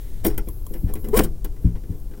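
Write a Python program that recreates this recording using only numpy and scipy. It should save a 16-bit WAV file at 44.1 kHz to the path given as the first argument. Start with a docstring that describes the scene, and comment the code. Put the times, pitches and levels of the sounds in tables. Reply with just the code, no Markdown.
"""An outdoor table, close pair of microphones: a small steel ammunition can is lifted out of a larger one.
Over wind rumble and a high hiss like grass insects, a sleeve rustles as the arm reaches in.
From 0.25 s the cans tap and scrape: panels boom, the sheet clangs, the edges tick and ring.
Just after 1.1 s one wall judders, then catches on the rim with hard cracks, the loudest moment.
Dull thumps, lighter scrapes and a few faint taps follow."""
import sys
import numpy as np
from scipy import signal
from scipy.fft import rfft, irfft
from scipy.io import wavfile
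from scipy.ndimage import uniform_filter1d

SR = 44100
rng = np.random.default_rng(int(sys.argv[2]) if len(sys.argv) > 2 else 0)


def store_pcm(level_fs):
    """Save levels as 16-bit WAV."""
    pcm = np.round(np.clip(level_fs, -1, 1) * 32767).astype(np.int16)
    wavfile.write(sys.argv[1], SR, np.atleast_2d(pcm).T)


N = 97020
TIME = np.arange(N) / SR
STRIKE_S = 0.0052  # the opening stretch of a blow, which sets its level
# spectrum of the open air (frequency [Hz], relative level [dB])
AIR_SPECTRUM = [(200, 17.5), (400, 15), (600, 1.5), (1000, -2.5), (2000, -12), (4000, -11.5), (8000, -9.5),
                (13000, -8), (16000, -6.5)]


def from_db(db):
    """Decibels to gain."""
    return 10 ** (np.asarray(db) / 20)


def unit_power(x):
    """Scale to unit power."""
    return x / np.sqrt(np.mean(x ** 2) + 1e-20)


def in_time(rows):
    """Each column of a curve at every sample."""
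    times, *columns = np.transpose(rows)
    return [np.interp(TIME, times, column) for column in columns]


def at_hz(spectrum, hz):
    """Read a spectrum on a log-frequency axis."""
    points_hz, db = np.transpose(spectrum)
    return np.interp(np.log(hz + 1e-9), np.log(points_hz), db)


def colour(x, spectrum):
    """Shape a sound by a smooth spectrum."""
    hz = np.arange(N // 2 + 1) * SR / N
    return irfft(rfft(x) * from_db(at_hz(spectrum, hz)), N)


def noise(spectrum):
    """Coloured noise of unit power."""
    return unit_power(colour(rng.standard_normal(N), spectrum))


def ringing(modes):
    """Decaying sines after one blow, starting at unit power."""
    t = TIME[:SR // 3]
    ring = sum((-1) ** k * from_db(db - 60 * t / t60) * np.sin(2 * np.pi * hz * t)
               for k, (hz, db, t60) in enumerate(modes))
    return ring / np.sqrt(np.sum(from_db(np.array(modes)[:, 1]) ** 2) / 2)


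def crowded_modes(spectrum, t60_s, count):
    """Many close modes scattered over a spectrum, each with its own strength, phase and decay."""
    t = TIME[:SR // 3]
    place, size, life, phases = rng.random((4, count))
    low_hz, high_hz = spectrum[0][0], spectrum[-1][0]
    modes_hz = low_hz + (high_hz - low_hz) * (np.arange(count) + place) / count
    gains = from_db(at_hz(spectrum, modes_hz)) * (.5 + size)
    decays_s = t60_s * 2 ** (life - .5)
    ring = sum(gain * from_db(-60 * t / t60) * np.sin(2 * np.pi * (hz * t + phase))
               for hz, gain, t60, phase in zip(modes_hz, gains, decays_s, phases))
    return ring / np.sqrt(np.mean(ring[:int(STRIKE_S * SR)] ** 2))


def outdoors(wind_db=-26, air_db=-48.5):
    """Wind rumble, steady air and a high insect-like hiss, ducked by the recorder's gain after knocks."""
    # wind and hiss spectra (frequency [Hz], relative level [dB])
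    wind_spectrum = [(15, 4.5), (32, 4.5), (55, -5.5), (100, -12), (150, -18.5), (230, -33.5), (400, -33),
                     (600, -42), (1000, -52), (2000, -72)]
    hiss_spectrum = [(2000, -33), (6000, -17), (9500, -4.5), (11500, 5.5), (12500, 8.5), (14000, 0),
                     (16000, 9)]
    # swell of the rumble on top of wind_db (time [s], level [dB])
    wind_swell = [(0, -5.5), (.21, 1), (.26, 6), (.33, 5.5), (.6, -1), (.78, -0.5), (.88, 5), (.99, 2.5),
                  (1.07, 3.5), (1.18, 11.5), (1.28, 5), (1.38, -1), (1.6, -1.5), (1.76, 2), (1.85, -4),
                  (2.0, -1.5), (2.2, -7.5)]
    # hiss, with the recorder's gain dips after loud knocks drawn in (time [s], level [dB])
    hiss_level = [(0, -48.5), (.2, -61), (.41, -64), (.49, -44), (.56, -47.5), (.64, -51), (.72, -44.5),
                  (.80, -45.5), (.93, -54.5), (1.0, -44.5), (1.06, -46.5), (1.13, -51), (1.28, -71),
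                  (1.58, -71), (1.63, -50), (1.70, -71), (1.98, -55), (2.2, -63)]
    rumble = from_db(wind_db + in_time(wind_swell)[0]) * noise(wind_spectrum)
    hiss = from_db(in_time(hiss_level)[0]) * noise(hiss_spectrum)
    return rumble + hiss + from_db(air_db) * noise(AIR_SPECTRUM)


def shirt_rustle():
    """The arm brushes the shirt while reaching in."""
    # the brush (time [s], level [dB])
    brush = [(0, -54), (.12, -56.5), (.21, -56), (.3, -84)]
    # cloth spectrum (frequency [Hz], relative level [dB])
    cloth = [(500, -22), (1200, -9.5), (1900, 2), (2600, -4.5), (3500, 0), (5000, -7), (8500, -4),
             (12000, -3)]
    return from_db(in_time(brush)[0]) * noise(cloth)


def thumps(lowpass_hz=400):
    """Soft, heavy bumps behind the cans that ring only in the bass."""
    # bumps (time [s], level [dB])
    bumps = [(0.833, -13), (1.644, -7), (1.660, -12), (1.748, -26.5), (1.894, -17.5)]
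    # their resonances (frequency [Hz], relative level [dB], t60 [s])
    bass_modes = [(51.2, 3, 0.16), (91, 3.5, 0.14), (114.7, -1.5, 0.19), (173.3, -3, 0.2),
                  (243.5, -11.5, 0.132), (287.2, -8, 0.137)]
    force = np.zeros(N)
    for at_s, db in bumps:
        force[int(at_s * SR)] += from_db(db)
    boom = signal.fftconvolve(force, ringing(bass_modes))[:N]
    return signal.sosfilt(signal.butter(2, lowpass_hz, fs=SR, output="sos"), boom)


def rim_clicks():
    """The rim, damped by the fingers, clicks dryly: a brief hollow knock under a bright tick."""
    # clicks (time [s], knock level [dB], tick level [dB])
    clicks = [(.4868, -39.5, -36), (0.6661, -38.5, -40.5), (0.938, -34.5, -31), (1.0862, -40.5, -38),
              (2.0002, -60, -55)]
    # damped rim (frequency [Hz], relative level [dB], t60 [s])
    knock_modes = [(430, 7.5, 0.033), (1010, 3, 0.046), (1146, 2, .04), (3290, -3.5, 0.027),
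                   (4170, -7, 0.022), (7280, -3, .02)]
    # tick spectrum (frequency [Hz], relative level per mode [dB])
    tick_spectrum = [(5000, -21.5), (8500, -8.5), (10800, 0), (13000, -2), (16500, -6)]
    out = np.zeros(N + SR)
    for at_s, knock_db, tick_db in clicks:
        knock = from_db(knock_db) * ringing(knock_modes)
        tick = from_db(tick_db) * crowded_modes(tick_spectrum, t60_s=0.024, count=70)
        start = int(at_s * SR)
        out[start:start + len(knock)] += knock + tick
    return out[:N]


def wall_judder(jitter=0.022):
    """The wall sticks and slips faster as the can speeds up: a rising groan with a squeak above it."""
    # stick-slip (time [s], groan pitch [Hz], groan level [dB], squeak pitch [Hz], squeak level [dB])
    slips = [(1.129, 385, -35, 780, -44), (1.134, 400, -16, 870, -38), (1.142, 425, -12, 980, -31),
             (1.152, 455, -17, 1030, -29), (1.163, 505, -22, 1110, -32), (1.180, 540, -30, 1110, -34)]
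    # groan harmonics from the fundamental up (relative level [dB])
    harmonics = [2, -29, -26, -47, -32.5]
    groan_hz, groan_db, squeak_hz, squeak_db = in_time(slips)
    speed = 1 + jitter * unit_power(uniform_filter1d(rng.standard_normal(N), size=60))
    groan_phase, squeak_phase = 2 * np.pi * np.cumsum([groan_hz * speed, squeak_hz * speed], axis=1) / SR
    groan = unit_power(sum(from_db(db) * np.sin(k * groan_phase) for k, db in enumerate(harmonics, 1)))
    squeak = unit_power(np.sin(squeak_phase))
    sliding = uniform_filter1d(1. * (TIME > slips[0][0]) * (TIME < slips[-1][0]), size=150)
    return sliding * (from_db(groan_db) * groan + from_db(squeak_db) * squeak)


def rim_cracks():
    """Single sharp pressure pulses as the wall catches and jumps over the rim."""
    # pulses (time [s], peak level [dB], width [s])
    pulses = [(1.1917, -4.5, 0.00023), (1.1924, -3, 0.000033), (1.1947, -3.5, 0.000051),
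              (1.1975, -4.5, 0.00018), (1.1983, -6.5, 0.00095), (1.2050, -5, 0.00066),
              (1.2078, -8, 0.00033)]
    return sum(from_db(db) * np.exp(-(2 * (TIME - at_s) / width_s) ** 2) for at_s, db, width_s in pulses)


def paint_grains(grains_per_s=6000, spread_db=3):
    """Tiny collisions of rough paint, uneven in size and spacing."""
    hits = rng.random(N) < grains_per_s / SR
    signs = rng.choice([-1, 1], N)
    sizes = from_db(spread_db * np.minimum(rng.exponential(1, N), 4))
    return unit_power(hits * signs * sizes)


def tap_forces(chatter=0.86):
    """Can knocks on can: a clean push on panels and rim, a chattering contact on sheet and edges."""
    # taps (time [s], panel [dB], sheet [dB], edge [dB], rim [dB], contact decay [s])
    taps = [(0.25, -13, -27, -46, -43, 0.0012), (0.2604, -17, -65, -31, -28, 0.00067),
            (0.2654, -17.5, -59, -28, -17, 0.0037), (0.281, -23.5, -64, -34, -45, .002),
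            (0.342, -49, -53, -51, -60, 0.0034), (0.3778, -26.5, -36.5, -31, -27, 0.0028),
            (0.472, -31, -48.5, -65, -70, 0.011), (0.708, -32, -62, -65, -70, .003),
            (0.7373, -41, -45, -41, -61, 0.0024), (0.9536, -29, -46, -42.5, -56, 0.0013),
            (1.042, -32, -45, -44, -62, 0.008), (1.174, -14.5, -45, -24, -22, 0.0021),
            (1.2355, -45, -47.5, -27.5, -32, 0.0047), (1.243, -25, -39, -36, -52, 0.0075),
            (1.4445, -30.5, -40, -35, -38, 0.0049), (1.563, -49, -57.5, -62, -70, 0.0018),
            (1.836, -38.5, -57.5, -61, -73, 0.00084), (2.111, -40, -57, -61, -70, 0.0049),
            (2.135, -49, -53, -67, -70, 0.0029), (2.1747, -40, -53.5, -55, -66, 0.0012)]
    forces, grains = np.zeros((4, N)), paint_grains()
    for at_s, *levels_db, contact_s in taps:
        start = int(at_s * SR)
        push = signal.unit_impulse(N - start)
        buzz = grains[start:] * np.exp(-TIME[:N - start] / contact_s)
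        contact = (1 - chatter) * push + chatter * buzz / (np.linalg.norm(buzz) + 1e-9)
        contact /= np.linalg.norm(contact)
        forces[:, start:] += from_db(levels_db)[:, None] * np.array([push, contact, contact, push])
    return forces


def scrape_forces(panel_trim_db=-4):
    """Can slides on can: paint grains under a pressure that swells and fades."""
    # scrapes (peak time [s], 20 dB swell [s], 20 dB fade [s], relative panel, sheet, edge, rim [dB])
    scrapes = [(0.247, .008, 0.018, -13, -31.5, -26, -28), (0.267, 0.016, 0.034, -24.5, -45, -44, -29.5),
               (0.304, 0.024, 0.042, -33, -48, -48, -66), (0.748, 0.02, 0.037, -30.5, -51, -68, -66),
               (0.895, 0.041, 0.03, -31, -49, -53, -68), (0.962, 0.02, 0.015, -38, -48, -53, -62),
               (1.09, 0.065, 0.02, -23.5, -56, -58, -68), (1.146, 0.015, 0.0048, -33, -34.5, -38, -43),
               (1.176, 0.025, 0.002, -11.5, -24.5, -16.5, -38), (1.192, 0.024, 0.0065, -11, -28, -22, -45),
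               (1.206, 0.011, 0.051, -15.5, -40.5, -34, -58), (1.661, 0.056, 0.066, -37, -56.5, -61, -74),
               (1.754, 0.0069, 0.02, -34, -51, -66, -74), (1.919, 0.061, 0.057, -38.5, -62.5, -62, -76)]
    pressure = np.zeros((4, N))
    for peak_s, swell_s, fade_s, *levels_db in scrapes:
        from_peak = np.maximum((peak_s - TIME) / swell_s, (TIME - peak_s) / fade_s)
        pressure += from_db(levels_db)[:, None] * from_db(-20 * np.minimum(from_peak, 10))
    pressure[0] *= from_db(panel_trim_db)
    return pressure * paint_grains() / np.sqrt(STRIKE_S * SR)


def steel_cans(sheet_modes_db=-5, sheet_crowd_db=-1):
    """Taps and scrapes set the steel going: panels boom, the sheet clangs, edges tick, the rim rings."""
    # strong modes of panels, sheet, and thin rim with handle (frequency [Hz], relative level [dB], t60 [s])
    panel_modes = [(168.8, -12.5, 0.38), (222.9, 3.5, 0.16), (295.8, 1.5, 0.11), (309.1, 0, .22),
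                   (337.7, 4.5, 0.14), (278, 0, 0.089), (372, -9, 0.19), (419.5, 2, .19), (434.4, -3, 0.11),
                   (501.6, 0, 0.099), (602, -22.5, 0.13), (664.4, -23, 0.13), (744, -22.5, 0.23),
                   (910, -42, 0.34)]
    sheet_modes = [(1038, 0, .09), (1168, -5, .12), (1350, -4, .08), (1760, -7, .08), (1922, -3, .1),
                   (2105, -3, .1), (2395, -7, .1), (2890, -12, .1), (3418, -10, .07)]
    rim_modes = [(4940, -15.5, 0.26), (5572, -6, 0.15), (6540, -8.5, 0.086), (8000, -37, .12),
                 (9100, -18, .11), (9800, 1.5, 0.052), (10200, 0, 0.089), (10300, -9, .09),
                 (12890, -8, 0.072), (13100, -16, 0.083), (13600, 17.5, 0.053), (14200, 13.5, 0.051),
                 (14732, 1, 0.049), (15237, 0, 0.026)]
    # crowded modes of the sheet and its edges (frequency [Hz], relative level per mode [dB])
    sheet_spectrum = [(600, 11.5), (1050, 8.5), (1500, 3), (2100, 2.5), (3000, -5.5), (4200, -10.5),
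                      (6000, -5.5)]
    edge_spectrum = [(3000, -9), (5500, -9.5), (7500, -5.5), (10000, -1), (12500, -2.5), (15000, 2),
                     (16500, 1)]
    clang = from_db(sheet_modes_db) * ringing(sheet_modes)
    clang += from_db(sheet_crowd_db) * crowded_modes(sheet_spectrum, t60_s=0.082, count=190)
    tick = crowded_modes(edge_spectrum, t60_s=0.029, count=260)
    responses = ringing(panel_modes), clang, tick, ringing(rim_modes)
    forces = tap_forces() + scrape_forces()
    return sum(signal.fftconvolve(force, response)[:N] for force, response in zip(forces, responses))


def scene(diffuse_db=-68):
    """Everything reaches a close pair of microphones, leaning left; each also hears its own faint air."""
    # lean of the image (frequency [Hz], left minus right [dB])
    lean = [(100, 3), (1200, 2.9), (2800, .7), (5500, 0), (9000, .7), (14000, 2.4)]
    sound = steel_cans() + rim_clicks() + wall_judder() + rim_cracks()
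    sound += thumps() + outdoors() + shirt_rustle()
    pair = [colour(sound, [(hz, side * db / 2) for hz, db in lean]) for side in (1, -1)]
    return np.array([channel + from_db(diffuse_db) * noise(AIR_SPECTRUM) for channel in pair])


def record(dry, cutoff_hz=15850):
    """Peaks clip at full scale, then a steep low-pass cuts the top treble."""
    lowpass = signal.ellip(10, .2, 80, cutoff_hz, fs=SR, output="sos")
    return signal.sosfilt(lowpass, np.clip(dry, -1, 1))


dry = scene()
out = record(dry)
store_pcm(out)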